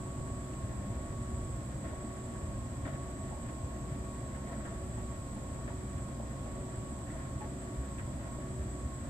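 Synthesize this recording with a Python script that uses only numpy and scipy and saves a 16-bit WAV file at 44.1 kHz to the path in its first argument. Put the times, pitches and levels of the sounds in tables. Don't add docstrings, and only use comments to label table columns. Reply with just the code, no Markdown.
import sys
import numpy as np
from scipy import signal
from scipy.fft import rfft, irfft, next_fast_len
from scipy.io import wavfile
from scipy.ndimage import uniform_filter1d

SR = 44100
rng = np.random.default_rng(int(sys.argv[2]) if len(sys.argv) > 2 else 0)


def materialize(psi):
    bounded = np.clip(np.atleast_2d(psi).T, -1, 1)
    quanta = np.round(bounded * 32767).astype(np.int16)
    wavfile.write(sys.argv[1], SR, quanta)


N = 400869
TIME_S = np.arange(N) / SR
FFT_SIZE = next_fast_len(N)
FREQS_HZ = np.maximum(np.arange(FFT_SIZE // 2 + 1) * SR / FFT_SIZE, 1)
LEFT_RIGHT = np.array([[.5], [-.5]])
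WHINE_ORDER = 24

# frequency in Hz, left-right correlation.
STEREO_CORRELATION = [(60, 0.98), (150, 0.99), (280, 0.92), (370, 0.71), (450, 0.046), (550, 0.78),
                      (680, 0.91), (850, 0.21), (980, 0.65), (1200, 0.28), (1550, -0.32), (2100, -0.15),
                      (7000, 0.22), (14000, 0.16)]
# frequency in Hz, relative density in dB.
AIR_SPECTRUM = [(15, 10), (35, 0.5), (300, 0), (450, -6), (750, -6), (1100, -9), (2000, -19), (2400, -17.5),
                (2680, -22), (3330, -20), (3720, -22.5), (3950, -20.5), (4300, -22), (5400, -25),
                (6700, -20), (8700, -23.5), (9500, -32), (14000, -31)]
# centre in Hz, width in Hz, level in dB, left minus right in dB.
SHELL_MODES = [(2342, 40, -87, 0), (2750, 80, -86, 3), (2977, 50, -84.5, 5), (3300, 170, -88, -4),
               (3490, 100, -85, -8), (3900, 150, -89, 0), (4230, 90, -88, -4), (4690, 100, -89, -6),
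               (4972, 50, -81.5, 9), (5100, 100, -88, -6), (5660, 200, -88, -9)]
# centre in Hz, width in Hz,
# # relative level in dB, left minus right in dB.
HISS_PEAKS = [(6990, 250, -16.5, -3), (7220, 110, -9, -3), (7410, 290, -8.5, -5), (7650, 130, -2.5, -5),
              (7840, 190, -3.5, 4), (8016, 80, 2.6, -2.5), (8220, 250, -11.5, 3), (8380, 200, -13.5, 5),
              (8570, 70, -14, 5), (8740, 90, -18.5, 3)]
# multiple of shaft speed, relative level in dB, left minus right in dB,
# left phase lead in radians, gain in dB per percent of speed.
SHAFT_TONES = [(8, -2, -2, -0.4, 2.5), (12, -7.8, -6, -0.4, -1), (24, -1, -1.5, -0.5, 0),
               (25, -11.5, -5, -3.5, 0)]
# whine frequency in Hz, gain in dB.
CASING_RESPONSE = [(1076, -9.5), (1083, -4), (1088, -.3), (1096, -1.8), (1106, -1.6), (1112, .6),
                   (1117, -3.5), (1124, -8.5)]
# heaviest point in seconds, whine sag in Hz, half length in seconds.
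LOAD_LIFTS = [(0.72, 28, 0.19), (1.73, 34, 0.19), (2.71, 33, 0.21), (3.58, 29, 0.28), (4.43, 29, 0.27),
              (5.35, 37, 0.23), (6.22, 39, 0.26), (7.16, 41, 0.26), (8.13, 46, 0.27), (9.07, 43, 0.26)]
# centre in Hz, width in Hz, relative level in dB.
CABINET_MODES = [(42.7, 13, -12.5), (59.5, 13, -2), (66, 20.3, -5.5), (88.7, 17.6, -7.5), (101.3, 2, -4),
                 (118.6, 16.7, -3.5), (136.2, 9.8, -3.5), (153, 9.2, -23.5), (170, 22.5, -15.5),
                 (199, 20.8, -8), (235.8, 21, -10), (265, 34, -14), (287.7, 16, -14), (313.3, 19.6, -14.5),
                 (350.4, 26, -20.5), (413, 45, -21.5), (480, 40, -22), (542, 82, -22), (594.5, 33, -17.5),
                 (663, 86, -17.5), (809, 19, -29), (849, 20, -31.5), (947, 72, -26.5), (1390, 250, -51),
                 (1720, 190, -46)]
# time in seconds, level in dB.
RUMBLE_LEVELS = [(0, -42), (.9, -41.5), (1.4, -39.5), (2.15, -44), (2.48, -40.5), (3.1, -42), (3.55, -43),
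                 (3.75, -40.5), (4.65, -43), (5.0, -40), (5.35, -45), (5.9, -40.5), (6.6, -42.5),
                 (7.3, -42), (7.8, -43), (8.3, -41), (8.7, -41), (9.09, -42.5)]
# frequency in Hz, relative density in dB.
CLOTH_SPECTRUM = [(600, -12), (1000, -5.5), (1300, 4), (1600, 3), (1880, 6.5), (2100, -1.5), (2600, -8),
                  (3500, -12.5), (6000, -32), (14000, -39)]
# start in seconds, rustle level in dB, decay in seconds,
# panel shudder level in dB.
GARMENT_SLAPS = [(.69, -61, .06, -56), (.76, -62, .09, -51), (1.835, -55.5, 0.13, -46),
                 (2.33, -59, .05, -58), (2.41, -60, .05, -58), (2.848, -49.5, 0.075, -43.5),
                 (2.925, -59, 0.071, -56), (3.48, -56, 0.039, -60), (3.87, -54.5, 0.064, -58),
                 (4.14, -58, 0.033, -50), (4.35, -59, .04, -60), (4.465, -54.5, 0.13, -48),
                 (4.515, -55.5, .06, -53), (4.595, -57, .05, -55), (4.652, -55, 0.049, -47.5),
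                 (5.675, -54, 0.032, -51), (6.455, -61, 0.036, -46), (7.06, -53.5, 0.076, -53),
                 (7.2, -60, .04, -58), (7.41, -56, 0.04, -46), (7.979, -50, 0.03, -60),
                 (8.19, -60, .08, -62), (8.25, -57, .045, -47)]
# start
# in seconds, peak in dB, pitch in Hz, # contact decay in seconds, Q.
DRUM_KNOCKS = [(.535, -47, 2750, .005, 1.4), (.692, -50, 2500, .005, 1.4), (1.882, -42, 830, .02, 1.8),
               (2.849, -43.5, 1900, .012, 3), (2.866, -35, 660, .011, 1.5), (3.310, -40, 850, .006, 1.1),
               (3.319, -41, 850, .02, 5), (4.346, -45, 1800, .012, 2.2), (4.513, -42, 780, .025, 1.2),
               (4.652, -38.5, 1400, .012, 1.6), (4.678, -42, 1350, .01, 1.8), (4.97, -44.5, 850, .012, 8),
               (5.36, -46, 850, .012, 8), (5.676, -39, 1600, .007, 1.5), (5.70, -42, 950, .012, 1.4),
               (6.198, -34, 820, .006, 1.2), (6.455, -40, 620, .02, 2), (7.15, -43, 780, .015, 2.5),
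               (7.197, -42.5, 1800, .012, 2.2), (7.409, -45, 2400, .005, 1.5),
               (7.983, -41.5, 2300, .005, 1.6), (7.994, -42, 1850, .009, 2.4),
               (7.404, -40, 855, .024, 18)]
# start in seconds, level in dB,
# pitch in Hz, swell in seconds.
RUMBLE_PULSES = [(.310, -36, 104, .007), (.637, -36, 109, 0.0078), (.783, -32.5, 86, .007),
                 (.863, -36.5, 204, 0.013), (.902, -27, 106, 0.0053), (.960, -35, 74, 0.0054),
                 (1.211, -35, 105, 0.0075), (1.289, -41, 226, 0.008), (1.338, -32, 84, 0.0065),
                 (1.496, -37, 85, .007), (2.027, -40, 221, .009), (2.440, -38, 76, .013),
                 (2.834, -31.5, 106, .011), (2.942, -35, 106, .006), (3.631, -32, 93, 0.0088),
                 (3.913, -29.5, 123, 0.0062), (4.575, -38, 210, .009), (4.823, -33.5, 91, .008),
                 (4.961, -33, 91, 0.0062), (5.513, -34, 77.5, .008), (5.950, -31.5, 93, 0.0062),
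                 (6.195, -41, 225, 0.01), (6.64, -40, 230, .011), (6.778, -35, 113, 0.0088),
                 (7.354, -32, 114, .009), (7.773, -31.5, 63.5, 0.018), (8.043, -33.5, 71.4, .008),
                 (8.595, -32.5, 75, 0.01), (8.829, -35, 72, .016)]


def from_db(db):
    return 10 ** (np.asarray(db) / 20)


def unit_rms(x):
    return x / np.sqrt(np.mean(x ** 2) + 1e-20)


def over_freqs(table):
    hz, value = np.transpose(table)
    return np.interp(np.log(FREQS_HZ), np.log(hz), value)


def pan(left_minus_right_db):
    return from_db(LEFT_RIGHT * left_minus_right_db)


def resonance(hz, centre_hz, width_hz):
    return 1 / (1 + 1j * (hz ** 2 - centre_hz ** 2) / (hz * width_hz))


def steep_peaks(hz, modes):
    gains = (from_db(db) * pan(pan_db) * abs(resonance(hz, centre_hz, width_hz)) ** 2
             for centre_hz, width_hz, db, pan_db in modes)
    return np.sqrt(sum(gain ** 2 for gain in gains))


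def drift(rate_hz):
    spectrum = rfft(rng.standard_normal(FFT_SIZE)) / (1 + (FREQS_HZ / rate_hz) ** 2)
    return unit_rms(irfft(spectrum, FFT_SIZE)[:N])


def stereo_noise(gain, left_lag_s=.00009):
    mid, side = rfft(rng.standard_normal((2, FFT_SIZE)))
    correlation = np.clip(over_freqs(STEREO_CORRELATION), -1, 1)
    spectrum = np.sqrt(1 + correlation) * mid + np.sqrt(1 - correlation) * side * [[1], [-1]]
    delay = np.exp(-2j * np.pi * FREQS_HZ * np.array([[left_lag_s], [0]]))
    return unit_rms(irfft(gain * delay * spectrum, FFT_SIZE)[:, :N])


def levelled(noise, span_s):
    power = uniform_filter1d(np.mean(noise ** 2, axis=0), int(span_s * SR))
    return noise / np.sqrt(power + 1e-9)


def add(out, start_s, sound):
    start = int(start_s * SR)
    out[:, start:start + sound.shape[1]] += sound[:, :N - start]


def lifting(lag_s):
    bumps = np.array([np.exp(-abs((TIME_S - lag_s - peak_s) / half_s) ** 3)
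                      for peak_s, _, half_s in LOAD_LIFTS])
    return bumps.sum(axis=0), np.array(LOAD_LIFTS)[:, 1] @ bumps


def duct_air(level_db=-50):
    return from_db(level_db) * stereo_noise(from_db(over_freqs(AIR_SPECTRUM))) * pan(-1.2)


def compressor(cycle_hz=48.8):
    size = 4096
    harmonics_hz = cycle_hz * np.maximum(np.arange(size // 2 + 1), 1)
    phasors = np.exp(2j * np.pi * rng.random((2, len(harmonics_hz))))
    cycle = irfft(steep_peaks(harmonics_hz, SHELL_MODES) * phasors) * size / np.sqrt(2)
    position = np.arange(size) / size
    return np.array([np.interp(TIME_S * cycle_hz, position, channel, period=1) for channel in cycle])


def wall_phase(step_hz, spread_rad, lead_rad):
    steps = 1000
    leads_rad = lead_rad + spread_rad * rng.standard_normal(steps)
    return np.exp(1j * np.interp(FREQS_HZ / step_hz, np.arange(steps), leads_rad) * LEFT_RIGHT)


def inverter(shaft_turns, level_db=-54, dip_db=1.7, smooth_s=.4, poles=8, diffuse_share=.4):
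    effort, _ = lifting(lag_s=.14)
    gain = from_db(level_db - dip_db * uniform_filter1d(effort, int(smooth_s * SR)))
    pole_rad = 2 * np.pi * poles * shaft_turns
    pulsing = 1 + .062 * np.sin(pole_rad) + .055 * np.sin(pole_rad / 2)
    early = rfft(rng.standard_normal(FFT_SIZE)) * wall_phase(step_hz=12, spread_rad=.8, lead_rad=1.7)
    diffuse = rfft(rng.standard_normal((2, FFT_SIZE)))
    spectrum = np.sqrt(1 - diffuse_share) * early + np.sqrt(diffuse_share) * diffuse
    hiss = irfft(spectrum * steep_peaks(FREQS_HZ, HISS_PEAKS), FFT_SIZE)[:, :N]
    return gain * pulsing * unit_rms(hiss) * pan(-.28)


def motor(shaft_turns, whine_hz, base_db=-55, fade_db_per_s=.03, flutter_db=1.5, flutter_hz=45):
    speed_offset_percent = 100 * (whine_hz / whine_hz.mean() - 1)
    motor_db = base_db - fade_db_per_s * TIME_S
    casing = from_db(np.interp(whine_hz, *np.transpose(CASING_RESPONSE)))
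    out = np.zeros((2, N))
    for order, tone_db, pan_db, lead_rad, db_per_percent in SHAFT_TONES:
        flutter = drift(flutter_hz) + LEFT_RIGHT * drift(flutter_hz)
        jitter_rad = .19 * drift(rate_hz=16)
        phase_rad = 2 * np.pi * order * shaft_turns + np.array([[lead_rad], [0]]) + jitter_rad
        gain = from_db(motor_db + tone_db + db_per_percent * speed_offset_percent + flutter_db * flutter)
        if order == WHINE_ORDER:
            gain *= casing
        out += gain * pan(pan_db) * np.sqrt(2) * np.sin(phase_rad)
    return out


def cabinet_noise(low_hz, high_hz):
    gains = (from_db(db) * abs(resonance(FREQS_HZ, centre_hz, width_hz)) ** 2
             for centre_hz, width_hz, db in CABINET_MODES if low_hz <= centre_hz < high_hz)
    return stereo_noise(np.sqrt(sum(gain ** 2 for gain in gains)))


def drum(sliding, walls_db=-47, panels_db=-54, swell_db=1, flicker_db=1):
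    body = levelled(cabinet_noise(0, 163), span_s=.086)
    walls = levelled(cabinet_noise(163, 385), span_s=.36) * pan(-.6)
    panels = levelled(cabinet_noise(385, 1200), span_s=.13) * pan(-1.1)
    rattle_db = panels_db + swell_db * sliding + flicker_db * drift(rate_hz=2.8)
    rumble_db = np.interp(TIME_S, *np.transpose(RUMBLE_LEVELS)) + flicker_db * drift(rate_hz=7.4)
    return from_db(rumble_db) * body + from_db(walls_db) * walls + from_db(rattle_db) * panels


def cloth(sliding, swish_db=-62, swell_db=1, flicker_db=1.5, crinkle_db=2.5, attack_s=.0091):
    rustle_power = from_db(swish_db + swell_db * sliding) ** 2
    shudder_power = 0
    crinkle = unit_rms(from_db(crinkle_db * drift(rate_hz=90)))
    for start_s, rustle_db, decay_s, shudder_db in GARMENT_SLAPS:
        age_s = np.maximum(TIME_S - start_s, 0)
        decay = np.exp(-np.clip((age_s - attack_s) / decay_s, 0, 20))
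        envelope = np.minimum(age_s / attack_s, 1) * decay
        rustle_power += (from_db(rustle_db) * envelope * crinkle) ** 2
        shudder_power += (from_db(shudder_db) * envelope) ** 2
    flicker = from_db(flicker_db * drift(rate_hz=16))
    friction = stereo_noise(from_db(over_freqs(CLOTH_SPECTRUM))) * pan(3.7)
    rustle = np.sqrt(rustle_power) * flicker * friction
    shudder = np.sqrt(shudder_power) * cabinet_noise(250, 1200)
    return rustle + shudder


def knock(pitch_hz, decay_s, q, echo_db=-14, echo_decay_s=.017):
    size = 16384
    age_s = np.arange(size) / SR
    hz = np.maximum(np.arange(size // 2 + 1) * SR / size, 1)
    body = sum(from_db(db) * rng.choice([-1, 1]) * resonance(hz, centre_hz, width_hz)
               for centre_hz, width_hz, db in CABINET_MODES)
    envelope = np.hypot(np.exp(-age_s / decay_s), from_db(echo_db) * np.exp(-age_s / echo_decay_s))
    mid, side = rfft(rng.standard_normal((2, size)) * envelope)
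    correlation = np.clip(np.interp(pitch_hz, *np.transpose(STEREO_CORRELATION)), -1, 1)
    force = (1 + correlation) * mid + (1 - correlation) * side * [[1], [-1]]
    out = irfft(force * body * resonance(hz, pitch_hz, pitch_hz / q) ** 2)
    return out / abs(out).max()


def rumble_pulse(pitch_hz, swell_s, ring_db=-11):
    ring = knock(pitch_hz, decay_s=.0072, q=1.16)
    age_s = np.arange(ring.shape[1]) / SR
    envelope = age_s / swell_s * np.exp(1 - age_s / swell_s)
    tone = envelope * np.sin(2 * np.pi * pitch_hz * age_s)
    return tone + from_db(ring_db) * ring


def laundry(sliding):
    out = cloth(sliding)
    for start_s, level_db, pitch_hz, swell_s in RUMBLE_PULSES:
        add(out, start_s, from_db(level_db) * rumble_pulse(pitch_hz, swell_s))
    for start_s, peak_db, pitch_hz, decay_s, q in DRUM_KNOCKS:
        add(out, start_s, from_db(peak_db) * knock(pitch_hz, decay_s, q))
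    return out


def scene():
    free_whine_hz, rise_hz_per_s, jostle_hz = 1111, 1.6, 1.4
    _, sag_hz = lifting(lag_s=0)
    sliding, _ = lifting(lag_s=.32)
    wobble_hz = jostle_hz * drift(rate_hz=8)
    whine_hz = free_whine_hz + rise_hz_per_s * TIME_S - sag_hz + wobble_hz
    shaft_turns = np.cumsum(whine_hz / WHINE_ORDER) / SR
    drive = motor(shaft_turns, whine_hz) + inverter(shaft_turns)
    return duct_air() + drive + drum(sliding) + laundry(sliding) + compressor()


def record(dry):
    low_cut_hz, high_cut_hz = 16, 14260
    highpass = signal.butter(2, low_cut_hz, "high", fs=SR, output="sos")
    lowpass = signal.ellip(12, .1, 80, high_cut_hz, fs=SR, output="sos")
    return signal.sosfilt(lowpass, signal.sosfilt(highpass, dry))


dry = scene()
out = record(dry)
materialize(out)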